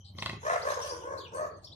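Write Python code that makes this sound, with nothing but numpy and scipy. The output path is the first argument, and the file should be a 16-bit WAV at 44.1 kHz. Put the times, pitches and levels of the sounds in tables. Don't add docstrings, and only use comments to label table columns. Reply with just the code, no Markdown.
import sys
import numpy as np
from scipy import signal
from scipy.fft import rfft, irfft
from scipy.io import wavfile
from scipy.ndimage import uniform_filter1d

SR = 44100
rng = np.random.default_rng(int(sys.argv[2]) if len(sys.argv) > 2 else 0)


def wav_out(sig):
    wavfile.write(sys.argv[1], SR, np.round(np.clip(np.atleast_2d(sig).T, -1, 1) * 32767).astype(np.int16))


def rack_gain(trim_db):
    fader = np.asarray(trim_db, float)
    return 10 ** (fader / 20)


N = 77175


def evened(x):
    return x / np.sqrt(np.mean(x ** 2) + 1e-20)


def read(points, hz):
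    f, value = np.transpose(points)
    return np.interp(np.log(hz + 1), np.log(f + 1), value)


def add(mix, s, sound):
    part = mix[max(round(s * SR), 0):][:len(sound)]
    part += sound[:len(part)]


def resonate(x, hz, width):
    turn = np.exp(2j * np.pi * np.cumsum(hz * np.ones(len(x))) / SR)
    r = np.exp(-np.pi * width / SR)
    return 2 * (turn * signal.lfilter([1 - r], [1, -r], x / turn + 1e-18)).real


def drift(n, smooth_s):
    size = max(round(smooth_s * SR), 1)
    smooth = uniform_filter1d(rng.standard_normal(n), size)
    return evened(uniform_filter1d(smooth, size))


def colour(x, points):
    return irfft(rfft(x) * rack_gain(read(points, np.fft.rfftfreq(N, 1 / SR))), N)


def placed(x, side, pan_db):
    port_gap_s = 0.00037
    turn = np.exp(1j * np.pi * np.fft.rfftfreq(N, 1 / SR) * port_gap_s * side)
    ports = np.array([turn * rack_gain(pan_db / 2), rack_gain(-pan_db / 2) / turn])
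    return irfft(rfft(x) * ports, N)


def shed(x, first_s):
    # hz, t60_s
    decay = [(150, 0.59), (600, 0.42), (2000, 0.48), (6000, 0.33), (12000, 0.041)]
    taps = np.zeros((2, SR // 2))
    at = np.arange(round(first_s * SR), SR // 2 - 20, 20)
    at = at + rng.integers(0, 20, (2, len(at)))
    np.put_along_axis(taps, at, rng.choice([-1., 1.], at.shape), 1)
    hz, t, z = signal.stft(taps, SR, nperseg=256)
    same = 1 / (1 + (hz[:, None] / 500) ** 2)
    z = np.array([z[0], same * z[0] + np.sqrt(1 - same ** 2) * z[1]])
    fade = rack_gain(-60 * t / read(decay, hz)[:, None])
    tail = signal.istft(z * fade, SR, nperseg=256)[1]
    return signal.fftconvolve(x[None], tail / np.linalg.norm(tail[0]), axes=1)[:, :N]


def farm_gain(column):
    # start_s, noise_db, engine_db
    swell = [
        (0, -4, 2.6),
        (.05, -6.5, 3),
        (.14, -0.5, 4),
        (.2, 5.2, -4.9),
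        (1.1, -0.2, 0.3),
        (1.3, 4, -4),
        (1.75, 5, -4),
    ]
    rows = np.transpose(swell)
    return rack_gain(np.interp(np.arange(N) / SR, rows[0], rows[column]))


def engine():
    # multiple, level_db
    orders = [(3, -92), (4, -63), (5, -55.5), (6, -63), (7, -72.5), (8, -83), (10, -69)]
    firing_hz = 18.3
    turns = np.cumsum(firing_hz * (1 + 0.0168 * drift(N, 0.14))) / SR
    out = np.zeros(N)
    for k, db in orders:
        level = 1.21 * rack_gain(db + 2. * drift(N, 0.18))
        out += level * np.cos(2 * np.pi * k * turns + 0.33 * drift(N, 0.034))
    return out


def air():
    # hz, level_db_per_hz
    spectrum = [(15, -64), (25, -19.5), (98, -12.5), (326, -16.5), (1060, -21), (1900, -47), (4240, -34),
                (12000, -77), (14900, -82)]
    left, right = rng.standard_normal((2, N))
    low = signal.lfilter([.04], [1, -.96], left - right)
    ports = np.array([left, right + 1.04 * low])
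    return rack_gain(-57 + 0.28 * drift(N, 0.096)) * evened(colour(ports, spectrum))


def rustle():
    # start_s, level_db
    pressure = [(0.0, -73), (0.15, -75.5), (0.19, -62.5), (0.272, -57.5), (0.398, -69.5), (0.476, -48),
                (0.618, -55.5), (0.74, -48), (0.906, -50), (0.994, -60.5), (1.212, -65.5), (1.31, -72),
                (1.364, -60.5), (1.612, -74), (1.646, -64.5), (1.75, -75.5)]
    # hz, level_db_per_hz
    crinkle = [(1900, -8), (3000, -0.5), (3300, 1), (4340, -6), (6440, 1.5), (7570, -11), (8250, -8.5),
               (13200, -20), (14900, -42)]
    t = np.arange(N) / SR
    sizes = rack_gain(np.minimum(rng.exponential(1, (2, N)), 4))
    grains = sizes * (rng.random((2, N)) < .2) * rng.standard_normal((2, N))
    near = evened(colour(grains[0] * rack_gain(2. * drift(N, 0.0035)), crinkle))
    wide = evened(colour(grains * rack_gain(2. * drift(N, 0.032)), crinkle))
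    level = rack_gain(4.5 + np.interp(t, *np.transpose(pressure)))
    return level * (0.1 * placed(near, 0.98, 0.87) + 0.76 * wide)


def patchy(x):
    patch_db = 4
    hz, t, z = signal.stft(x, SR, nperseg=512)
    field = uniform_filter1d(rng.standard_normal(z.shape[1:]), size=6, axis=0)
    field = evened(uniform_filter1d(field, size=9, axis=1))
    depth = 0.4178 + hz[:, None] / 12000
    return signal.istft(z * rack_gain(patch_db * field * depth), SR, nperseg=512)[1][:, :N]


def trilling():
    # start_s, length_s, pitch_hz, width_hz, level_db
    trills = [(0, .19, 3150, 240, -68), (.043, .065, 4100, 900, -56), (0, .06, 5900, 600, -68),
              (1.645, .1, 5200, 800, -66), (.045, .06, 8000, 900, -73), (.04, .13, 800, 40, -65),
              (.09, .09, 600, 50, -63), (.165, .03, 5300, 900, -62), (1.34, .075, 8350, 500, -51),
              (1.33, .15, 6250, 500, -60), (1.335, .15, 12200, 900, -70), (1.644, .012, 9500, 5000, -67),
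              (1.33, .17, 450, 110, -48), (1.1, .11, 430, 90, -50), (1.1, .1, 1065, 50, -48),
              (1.34, .3, 4450, 400, -66), (1.55, .2, 600, 70, -61), (1.6, .15, 1050, 90, -66),
              (1.05, .07, 8300, 300, -67), (.92, .65, 340, 130, -57)]
    beats_per_s = 110
    out = np.zeros(N)
    for s, length, hz, width, db in trills:
        t = np.arange(0, length, 1 / SR)
        beat = 0.58 + np.sin(np.pi * beats_per_s * t) ** 2
        buzz = resonate(resonate(beat * rng.standard_normal(len(t)), hz, width), hz, width)
        envelope = np.minimum(t / 0.0073, 1) * rack_gain(-7 * t / length)
        add(out, s, rack_gain(db) * envelope * evened(buzz))
    return out


def grunt():
    # start_s, level_db, brightness_db_per_octave, thump_db
    pulses = [
        (.104, -57, -8, -58),
        (.15, -45, -7, -50),
        (.185, -30, .5, -46),
        (.223, -19.5, 0, -42),
        (.26, -18.5, 0, -42),
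        (.295, -23.5, -1, -42),
        (.332, -35, -9, -39),
        (.369, -42, -10, -44),
    ]
    # pitch_hz, width_hz, level_db
    throat = [(330, 200, -4), (590, 260, 0), (1087, 300, 1), (1500, 500, -3), (1960, 600, 4),
              (2550, 600, 0), (3200, 600, 1.5), (4100, 1350, 0), (6500, 2500, -17)]
    # pitch_hz, width_hz, level_db
    chest = [(97.6, 26, 3.5), (143.3, 48.4, 3.5), (190, 51, -1.5), (300, 400, -6.5)]
    snap_s, puff_s, puff_db = 0.00083, .0045, -7
    slap_s, slap_db = .0075, -8
    out, t = np.zeros(N), np.arange(4000) / SR
    click = 1. * (t == 0)
    for s, db, bright_db, thump_db in pulses:
        noise = rng.standard_normal(len(t))
        snap = (t / snap_s) ** 2 * np.exp(-t / snap_s) * noise
        snap[round(2 * snap_s * SR)] -= 7.
        puff = (t / puff_s) * np.exp(-t / puff_s) * noise[::-1]
        drive = snap + rack_gain(puff_db) * puff
        pulse, thump = np.zeros(len(t)), np.zeros(len(t))
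        for f, w, g in throat:
            ring = resonate(resonate(drive, f, 0.88 * w), f, 0.81 * w)
            pulse += rack_gain(g + bright_db * np.log2(f / 600)) * ring / np.sqrt(w)
        for f, w, g in chest:
            thump += rack_gain(g) * resonate(resonate(click, f, 1.5 * w), f, 1.26 * w) / w
        pulse = signal.lfilter(*signal.butter(1, 8000., fs=SR), pulse)
        pulse = rack_gain(db) * pulse / abs(pulse).max() + 2 * rack_gain(thump_db) * thump / abs(thump).max()
        add(out, s - .001, pulse)
        add(out, s - .001 + slap_s, rack_gain(slap_db) * pulse)
    return out


def chirping():
    # start_s, length_s, from_hz, to_hz, level_db
    chirps = [(0.18, 0.024, 3540, 5010, -49), (.2, 0.011, 5500, 5900, -47),
              (0.215, 0.023, 4040, 3480, -47.5), (0.266, 0.026, 3730, 4200, -47),
              (0.616, 0.024, 3750, 5900, -46.5), (0.69, 0.032, 3590, 4500, -49.5),
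              (0.737, 0.012, 5010, 5400, -45.5), (0.743, 0.0069, 6590, 6230, -43.5),
              (0.815, 0.027, 5300, 6300, -41.5), (0.861, 0.019, 5840, 6150, -53),
              (0.89, 0.033, 4440, 6070, -42.5), (1.001, 0.037, 3600, 2490, -61.5),
              (1.175, 0.0224, 4135, 4694, -48), (1.186, 0.042, 4644, 2997, -52.5),
              (1.234, 0.042, 3943, 2250, -51.5), (1.642, 0.012, 3930, 5684, -46.5),
              (1.652, 0.012, 5490, 5600, -54.5), (1.667, .012, 5600, 3820, -63),
              (1.67, 0.0104, 3860, 3110, -52), (1.717, 0.023, 3060, 4620, -51)]
    out = np.zeros(N)
    for s, length, from_hz, to_hz, db in chirps:
        u = np.arange(0, length, 1 / SR) / length
        hz = from_hz + (to_hz - from_hz) * u + 120 * drift(len(u), .0006)
        turns = np.cumsum(hz) / SR
        whistle = np.sin(2 * np.pi * turns) + .07 * np.sin(4 * np.pi * turns)
        add(out, s, 1.316 * rack_gain(db) * np.sin(np.pi * u) ** 0.45 * whistle)
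    return out


def cry(points, rough, dull_db):
    # pitch_hz, width_hz, level_db
    mouth = [(430, 133, -7), (575, 237, 1.5), (1048, 396, -1.5), (1654, 446, -5.5), (2250, 750, -19.5),
             (6300, 4000, -32)]
    jitter, flutter_hz, flutter_depth = 0.045, 64., 0.8
    at, pitch, effort = np.transpose(points)
    t = np.arange(at[0], at[-1], 1 / SR)
    hz = uniform_filter1d(np.interp(t, at, pitch), size=400, mode="nearest")
    turns = np.cumsum(hz * (1 + jitter * drift(len(t), 0.002))) / SR
    folds = sum(np.cos(2 * np.pi * k * turns) for k in range(1, 14))
    puffs = (0.078 + np.exp(-(turns % 1) / 0.27)) * rng.standard_normal(len(t))
    flutter_turns = np.cumsum(flutter_hz * (1 + 0.295 * drift(len(t), 0.016))) / SR
    flutter = 1 + flutter_depth * np.cos(2 * np.pi * flutter_turns)
    drive = flutter * ((1 - rough) * evened(folds) + rough * evened(puffs))
    opening = (hz / 620) ** .35
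    voice = np.zeros(len(t))
    for k, (f, w, db) in enumerate(mouth):
        ring = resonate(resonate(drive, f * opening, 0.94 * w), f * opening, 1.17 * w)
        treble_db = dull_db * np.clip(np.log2(f / 1150), 0, 1.3)
        voice += (-1) ** k * rack_gain(db + treble_db) * ring
    steady = voice / np.sqrt(uniform_filter1d(voice ** 2, size=2000) + 1e-12)
    return at[0], rack_gain(0.04 + np.interp(t, at, effort)) * steady


def crying():
    # time_s, pitch_hz, effort_db
    cries = [
        [(.43, 494.3, -46.5), (.448, 553.5, -42), (.462, 599.4, -31), (.482, 651.8, -31.5), (.502, 677, -27.5),
         (.53, 688.2, -30), (.57, 681.6, -30), (.586, 682, -40), (.598, 640, -68)],
        [(.62, 480, -50), (.646, 524.6, -37), (.67, 555.5, -29.5), (.69, 613.4, -30), (.725, 584.3, -32.5),
         (.748, 536.8, -49), (.775, 525, -36), (.795, 488, -47)],
        [(.79, 450, -35.5), (.8, 486, -36), (.826, 540, -45.5), (.848, 582.7, -36.5), (.884, 581.3, -44.5),
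         (.914, 530.2, -39.5), (.932, 484.6, -36.5), (.95, 458, -51)],
        [(.955, 485, -43), (.975, 494, -45), (1., 474, -57), (1.02, 456, -64)],
        [(1.02, 430, -49), (1.048, 491.3, -40.5), (1.08, 537.6, -39.5), (1.108, 554.6, -39.5),
         (1.134, 542.5, -35.5), (1.17, 531, -45.5), (1.192, 484.3, -49), (1.215, 460, -71)],
        [(1.21, 509, -66), (1.24, 490, -68), (1.275, 467, -52), (1.3, 462, -60.5)],
        [(1.305, 405, -65), (1.345, 500.6, -39), (1.37, 568.8, -39.5), (1.395, 606.6, -34.5), (1.403, 616, -34),
         (1.45, 604.7, -35.5), (1.465, 579.3, -40), (1.53, 608, -82), (1.56, 590, -70)],
    ]
    roughs = [.55, .58, .35, .45, .36, .5, .4]
    dulls = [.5, -3, -10, -10, -9, -14, -11]
    out = np.zeros(N)
    for row in zip(cries, roughs, dulls):
        add(out, *cry(*row))
    return out


def scene():
    cry_wet_db, grunt_wet_db, bird_wet_db = -7, -12, -4.5
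    far, near, roof = crying(), grunt(), chirping() + trilling()
    mix = farm_gain(column=2) * engine() + farm_gain(column=1) * air()
    mix = mix + patchy(rustle())
    mix = mix + placed(near, -0.25, 0.) + rack_gain(grunt_wet_db) * shed(near, 0.011)
    mix = mix + placed(roof, 0.819, 6.6) + rack_gain(bird_wet_db) * shed(roof, 0.0034)
    return mix + placed(far, 0.92, 0.35) + rack_gain(cry_wet_db) * shed(far, 0.003912)


def gate(x):
    gate_over_db, gate_depth_db = 6, -11
    hz, t, z = signal.stft(x, SR, nperseg=1024, noverlap=768)
    power = uniform_filter1d((abs(z) ** 2).mean(0), size=7, axis=0)
    power = uniform_filter1d(power, size=5, axis=1)
    level_db = 10 * np.log10(power + 1e-16)
    over_db = level_db - np.quantile(level_db, .12, axis=1)[:, None]
    cut_db = gate_depth_db * np.clip(1 - over_db / gate_over_db, 0, 1) * (hz[:, None] > 200)
    return signal.istft(z * rack_gain(cut_db), SR, nperseg=1024, noverlap=768)[1][:, :N]


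def low_pass(x):
    return signal.sosfilt(signal.butter(12, 15040, fs=SR, output="sos"), x)


def record(dry):
    bass_cut = signal.lfilter(*signal.butter(2, 45., "high", fs=SR), dry)
    mix = gate(bass_cut)
    return low_pass(mix)


dry = scene()
out = record(dry)
wav_out(out)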